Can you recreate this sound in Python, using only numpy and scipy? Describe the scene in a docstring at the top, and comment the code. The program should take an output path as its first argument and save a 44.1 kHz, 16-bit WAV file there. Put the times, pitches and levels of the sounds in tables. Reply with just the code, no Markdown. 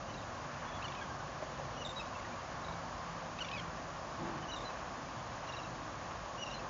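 """Water laps at the hull of an anchored sailing boat, heard on deck through one small microphone.
Close by, ripples trap air that rings in plops, and one hollow swell sloshes underneath.
Small birds twitter past on a low and a high voice: arched whistles, trills, two-note flourishes,
pips, and twice the same nasal chatter. Far across the calm harbour motors hum,
and a light wind rumbles over the wash of distant surf."""
import sys
import numpy as np
from scipy import signal
from scipy.fft import rfft, irfft
from scipy.io import wavfile

SR = 44100
rng = np.random.default_rng(int(sys.argv[2]) if len(sys.argv) > 2 else 0)


def transcribe(signal):
    """Save signal, clipped to [-1, 1], as a 16-bit WAV file at the path in sys.argv[1]."""
    frames = np.atleast_2d(signal).T
    limited = np.clip(frames, -1, 1)
    pcm = np.round(limited * 32767).astype(np.int16)
    wavfile.write(sys.argv[1], SR, pcm)


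N = 295029
TIME = np.arange(N) / SR

# colours of the wind, the distant surf and the high hiss: f/Hz, relative level/dB
WIND_SPECTRUM = [(20, -15), (34, -12), (48, -1), (65, -1), (95, -0.5), (135, 1), (200, -3.5), (300, -4),
                 (380, -6.5), (450, -17), (700, -31)]
SURF_SPECTRUM = [(300, -32), (440, -9), (530, -0.5), (700, 0), (940, -2), (1110, 2), (1330, -6), (1700, -7),
                 (2050, -13.5), (2900, -15.5), (3400, -19), (5000, -29)]
HISS_SPECTRUM = [(1500, -14), (3200, 0), (4500, 4), (6500, 5.5), (7100, 2), (7500, -37.5)]
# motors far across the water: start/s, end/s, f/Hz, level/dB, waver/share of pitch
MOTOR_HUMS = [(2.5, 4.15, 167, -57.5, 0.0036), (0.3, 2.38, 140, -60.5, 0.01), (0, 3.7, 242, -63.5, .006),
              (5, 6, 127, -60, 0.014), (6, 7.8, 140, -58.5, 0.0095), (-0.5, 7.9, 97, -66.5, 0.017),
              (1.5, 7.7, 50, -64, .02)]

# a whistle's second harmonic, strongest on the low voice: fundamental f/Hz, relative level/dB
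OCTAVE_LEVELS = [(1650, -13), (2250, -16.5), (2850, -7), (3400, -19), (3700, -14.5), (4100, -22)]
# resonances of throat and beak: f/Hz, half width/Hz, gain/dB
BEAK_RESONANCES = [(2840, 800, 2), (5700, 230, -12)]
# arched whistles: t/s, length/s, f/Hz, level/dB, accent/dB
ARCHED_WHISTLES = [(.08, .042, 3070, -59, 0), (.61, 0.068, 2970, -62, 0), (.672, .045, 3520, -59, 0),
                   (.727, .058, 3500, -57.5, 0), (1.764, .072, 3000, -54, 9), (2.603, .24, 2305, -63, 1),
                   (4.42, .03, 3080, -57, 0), (4.482, .036, 3030, -49.5, 1), (6.377, 0.068, 2986, -50, 9.5),
                   (6.527, 0.029, 3030, -52.5, 0)]
# runs of buzzy notes: t/s, notes, spacing/s, note length/s, f/Hz, level/dB, change per note/dB
TRILLS = [(.176, 2, .044, .023, 3830, -51, -8), (1.847, 2, 0.042, 0.03, 3690, -41, -2),
          (2.642, 3, .04, 0.017, 3860, -50, -1), (4.559, 2, 0.043, 0.03, 3690, -46, -6),
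          (5.52, 2, .045, 0.018, 3880, -48.5, 1.5), (5.533, 2, .053, 0.019, 2790, -43, -3),
          (6.456, 2, .044, 0.024, 3860, -53, 2), (6.462, 2, 0.047, .03, 2800, -42, -2.5)]
# a held high note, then a low drop: t/s, high f/Hz, level/dB, drop delay/s, drop level/dB
CLOSING_FLOURISHES = [(1.957, 3864, -46.5, 0.037, -46), (4.641, 4050, -51, .052, -55),
                      (6.532, 4140, -51, .056, -54)]
# single falling pips: t/s, length/s, f/Hz, level/dB
LONE_PIPS = [(.137, 0.011, 3950, -54), (0.145, .012, 2780, -54), (.223, .012, 2700, -54),
             (1.011, .022, 1648, -45), (1.096, 0.029, 1600, -51), (1.19, .037, 1490, -52),
             (2.146, 0.023, 2700, -53.5), (2.194, 0.011, 2150, -49.5), (2.246, .011, 1920, -48),
             (2.318, .028, 2400, -55), (3.452, .024, 2800, -52.5), (3.533, .014, 3930, -52),
             (4.514, .027, 3950, -46), (4.533, 0.019, 2890, -47), (5.474, .012, 4100, -53),
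             (5.484, 0.023, 2860, -48.5), (5.631, .013, 3950, -55.5), (5.643, .018, 2720, -55)]
# a flick up, a slur down, three ticks: delay/s, length/s, f/Hz, glide/share of pitch, relative level/dB
CHATTER_NOTES = [(0, .011, 1333, .2, -3), (0.017, .026, 1471, -.14, -0.5), (0.058, 0.01, 1160, .03, -3.5),
                 (0.097, .009, 543, .14, -4.5), (0.126, .009, 600, .1, -3)]
# each time the chatter comes: t/s, level/dB, fade/(dB/s), ending level/dB
CHATTER_PHRASES = [(.822, -42.5, 26, -54.5), (3.387, -40.5, -2, -46)]
# a note's pitch at its start, middle and end, as shares of its nominal pitch
ARCH_SHAPE, TRILL_SHAPE = (.915, .99, .905), (1.02, .99, .97)
HELD_SHAPE, FALL_SHAPE = (1.012, .99, .97), (1.028, .99, .98)
SLUR_SHAPE, WHINE_SHAPE = (.97, .97, .85), (1.02, .96, .91)

# hollow colour of the swell under the hull: f/Hz, relative level/dB
SLOSH_SPECTRUM = [(90, -31.5), (140, 1.5), (190, -3.5), (270, -7.5), (345, 0.5), (430, -15.5), (900, -10),
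                  (1300, -29)]
# ripples closing on the hull, near the microphone: t/s, bubble f/Hz, level/dB
HULL_PLOPS = [(1.421, 616, -32), (1.585, 546, -34.5), (1.594, 720, -38.5), (4.246, 710, -37),
              (4.296, 552, -39.5), (4.374, 1120, -38), (6.105, 1300, -38.5)]


def undb(db):
    """Decibels to gain."""
    return 10 ** (np.asarray(db) / 20)


def unit(x):
    """Scale to rms 1."""
    return x / np.sqrt(np.mean(x ** 2))


def add(out, start, x):
    """Mix x into out from start, in seconds."""
    i = max(int(start * SR), 0)
    out[i:i + len(x)] += x[:max(len(out) - i, 0)]


def decay(t, t60):
    """A fall of 60 dB every t60 seconds."""
    return np.exp(-np.log(1000) * t / t60)


def phase_of(hz):
    """Phase of a moving pitch."""
    return 2 * np.pi * np.cumsum(hz) / SR


def drift(rate_hz):
    """Smooth random motion of rms 1 over the whole scene."""
    hz = np.fft.rfftfreq(N, 1 / SR)
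    return unit(irfft(rfft(rng.standard_normal(N)) * np.exp(-(hz / rate_hz) ** 2), N))


def tremor(size, rate_hz):
    """Quick random motion over one note, spread near 1."""
    steps = np.arange(size) * rate_hz / SR
    return np.interp(steps, np.arange(256), rng.standard_normal(256))


def noise(spectrum):
    """Noise of rms 1 in the given colour."""
    hz, db = np.transpose(spectrum)
    f = np.fft.rfftfreq(N, 1 / SR) + 1
    gain = undb(np.interp(np.log(f), np.log(hz), db, left=-80, right=-80))
    return unit(irfft(rfft(rng.standard_normal(N)) * gain, N))


def restless(x, flicker_db, rate_hz, octaves=9):
    """Each octave of x swells and fades on its own."""
    f = np.fft.rfftfreq(N, 1 / SR) + 1
    octave = np.clip(np.log2(f / 30), 0, octaves - 1)
    spectrum = rfft(x)
    bands = (irfft(spectrum * np.maximum(1 - abs(octave - k), 0), N) for k in range(octaves))
    return unit(sum(band * undb(flicker_db * drift(rate_hz)) for band in bands))


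def wind_and_surf():
    """The harbour's ambience: light wind rumble, distant surf and a smooth high hiss."""
    wind = undb(-50.5) * restless(noise(WIND_SPECTRUM), flicker_db=1.3, rate_hz=4.7)
    surf = undb(-45) * restless(noise(SURF_SPECTRUM), flicker_db=.93, rate_hz=2.2)
    hiss = undb(-58.5) * noise(HISS_SPECTRUM)
    return wind + surf + hiss


def far_motors(fade_s=.14, wander_db=2.4):
    """Low wavering tones that come and go across the water."""
    out = np.zeros(N)
    for start, end, hz, db, waver in MOTOR_HUMS:
        fade = np.clip(np.minimum(TIME - start, end - TIME) / fade_s, 0, 1)
        gain = undb(db + wander_db * drift(rate_hz=4))
        pitch = hz * (1 + waver * drift(rate_hz=12))
        out += gain * fade * unit(np.sin(phase_of(pitch)))
    return out


def syllable(length, pitch_hz, shape, edge=.35, jitter=.008, shimmer_db=1.6):
    """Time, curved pitch and soft-edged envelope of a bird note; the syrinx trembles in pitch and level."""
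    t = np.arange(int(length * SR)) / SR
    contour = np.polyval(np.polyfit([0, .5, 1], shape, 2), t / t[-1])
    hz = pitch_hz * contour * (1 + jitter * tremor(len(t), rate_hz=350))
    shimmer = undb(shimmer_db * tremor(len(t), rate_hz=350))
    return t, hz, signal.windows.tukey(len(t), edge) * shimmer


def whistle(hz):
    """A bird's clear voice: a sine with a weaker octave."""
    phase = phase_of(hz)
    octave_db = np.interp(np.mean(hz), *np.transpose(OCTAVE_LEVELS))
    return unit(np.sin(phase) + undb(octave_db) * np.sin(2 * phase))


def arched_note(length, pitch_hz, accent_db, accent_at=.8, accent_width=.17):
    """A whistle that climbs and is pushed by accent_db as it falls."""
    t, hz, envelope = syllable(length, pitch_hz, ARCH_SHAPE, edge=.25)
    accent = np.exp(-((t / t[-1] - accent_at) / accent_width) ** 2)
    return envelope * undb(accent_db * accent) * whistle(hz)


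def pure_note(length, pitch_hz, shape, fade_db=0, edge=.45):
    """A whistled note that fades by fade_db from start to end."""
    t, hz, envelope = syllable(length, pitch_hz, shape, edge)
    return envelope * undb(-fade_db * (t / t[-1] - .5)) * whistle(hz)


def buzzy_note(length, pitch_hz, beat_hz=93.5, swing=.031, depth=.65, fade_db=5):
    """Every beat of the trill is a small falling chirp, weaker than the last."""
    t, hz, envelope = syllable(length, pitch_hz, TRILL_SHAPE, edge=.21)
    beat = 2 * np.pi * beat_hz * t
    pulses = 1 - depth * np.cos(beat / 2) ** 2
    chirps = whistle(hz * (1 + swing * np.sin(beat)))
    return envelope * pulses * undb(-fade_db * t / t[-1]) * chirps


def nasal_note(length, pitch_hz, shape, harmonics=9, jitter=.02):
    """Throat and beak favour whichever harmonics lie near their resonances."""
    t, hz, envelope = syllable(length, pitch_hz, shape)
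    hz = hz * (1 + jitter * tremor(len(t), rate_hz=1200))
    k = np.arange(1, harmonics + 1)[:, None]
    gain = sum(undb(db) / (1 + ((k * hz - centre) / width) ** 2) for centre, width, db in BEAK_RESONANCES)
    return envelope * unit(np.sum(gain * np.sin(k * phase_of(hz)), axis=0))


def bird_twitter():
    """Small birds passing the boat: arched whistles, trills, closing flourishes and lone pips."""
    out = np.zeros(N)
    for start, length, hz, db, accent_db in ARCHED_WHISTLES:
        add(out, start, undb(db) * arched_note(length, hz, accent_db))
    for start, notes, spacing, length, hz, db, change_db in TRILLS:
        for k in range(notes):
            add(out, start + k * spacing, undb(db + k * change_db) * buzzy_note(length, hz))
    for start, hz, db, drop_delay, drop_db in CLOSING_FLOURISHES:
        held = pure_note(length=.056, pitch_hz=hz, shape=HELD_SHAPE, fade_db=3)
        drop = pure_note(length=.024, pitch_hz=2626, shape=FALL_SHAPE)
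        add(out, start, undb(db) * held)
        add(out, start + drop_delay, undb(drop_db) * drop)
    for start, length, hz, db in LONE_PIPS:
        add(out, start, undb(db) * pure_note(length, hz, FALL_SHAPE))
    return out


def bird_chatter(slur_delay_s=.138, whine_delay_s=.186):
    """A bird's set phrase: five nasal notes, a raspy downslur and a falling whine."""
    out = np.zeros(N)
    for start, db, fade_db_per_s, ending_db in CHATTER_PHRASES:
        for delay, length, hz, glide, note_db in CHATTER_NOTES:
            note = nasal_note(length, hz, shape=(1 - glide / 2, 1, 1 + glide / 2))
            add(out, start + delay, undb(db + note_db - fade_db_per_s * delay) * note)
        slur = pure_note(length=.054, pitch_hz=2600, shape=SLUR_SHAPE, fade_db=5, edge=.33)
        rasp_db = 2.5 * tremor(len(slur), rate_hz=300)
        add(out, start + slur_delay_s, undb(ending_db + rasp_db) * slur)
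        whine = nasal_note(length=.033, pitch_hz=1140, shape=WHINE_SHAPE)
        add(out, start + whine_delay_s, undb(ending_db - .5) * whine)
    return out


def deck_reflections(x, wet_db, t60):
    """Deck, rigging and water throw a thin short tail back to the microphone."""
    t = np.arange(SR // 2) / SR
    tail = rng.standard_normal(len(t)) * decay(t, t60)
    return x + undb(wet_db) * signal.fftconvolve(x, tail / np.linalg.norm(tail))[:N]


def hull_slosh(start_s=4.165, attack_s=.056, hold_s=.08, t60=.75, level_db=-42):
    """One hollow swell under the hull rises, holds and dies away."""
    rise = np.clip((TIME - start_s) / attack_s, 0, 1)
    ebb_time = np.maximum(TIME - start_s - attack_s - hold_s, 0)
    return undb(level_db) * noise(SLOSH_SPECTRUM) * rise * decay(ebb_time, t60)


def bubble(hz, t60, rise=.12, splash=.5, attack_s=.0042):
    """A trapped air pocket rings and rises in pitch, with a short splash around its note."""
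    t = np.arange(int(t60 * SR)) / SR
    band = signal.butter(2, [hz / 2, hz * 2], "band", fs=SR, output="sos")
    spray = unit(signal.sosfilt(band, rng.standard_normal(len(t))))
    ring = np.sin(phase_of(hz * (1 + rise * t / t60)))
    return (ring + splash * spray) * (1 - np.exp(-t / attack_s)) * decay(t, t60)


def hull_ripples(faint_db=-50, spread_db=8, low_hz=500, high_hz=1700, ring_cycles=35, count=50):
    """Ripples close on the hull just below the microphone: a few clear plops among many faint ones."""
    out = np.zeros(N)
    for start, hz, db in HULL_PLOPS:
        add(out, start, undb(db) * bubble(hz, t60=.092))
    for when, pitch_share, force in rng.random((count, 3)):
        hz = low_hz * (high_hz / low_hz) ** pitch_share
        db = faint_db + spread_db * (force - .5)
        add(out, when * N / SR, undb(db) * bubble(hz, t60=ring_cycles / hz))
    return out


def scene():
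    """Everything reaches one microphone on deck, alike in both channels."""
    background = wind_and_surf() + far_motors()
    water = hull_ripples() + hull_slosh()
    birds = deck_reflections(bird_twitter() + bird_chatter(), wet_db=-12, t60=.36)
    mono = background + birds + water
    return np.array([mono, mono])


def record(dry):
    """The small recorder cuts the top steeply above 7450 Hz."""
    return signal.sosfilt(signal.ellip(10, .2, 70, 7450, fs=SR, output="sos"), dry)


dry = scene()
out = record(dry)
transcribe(out)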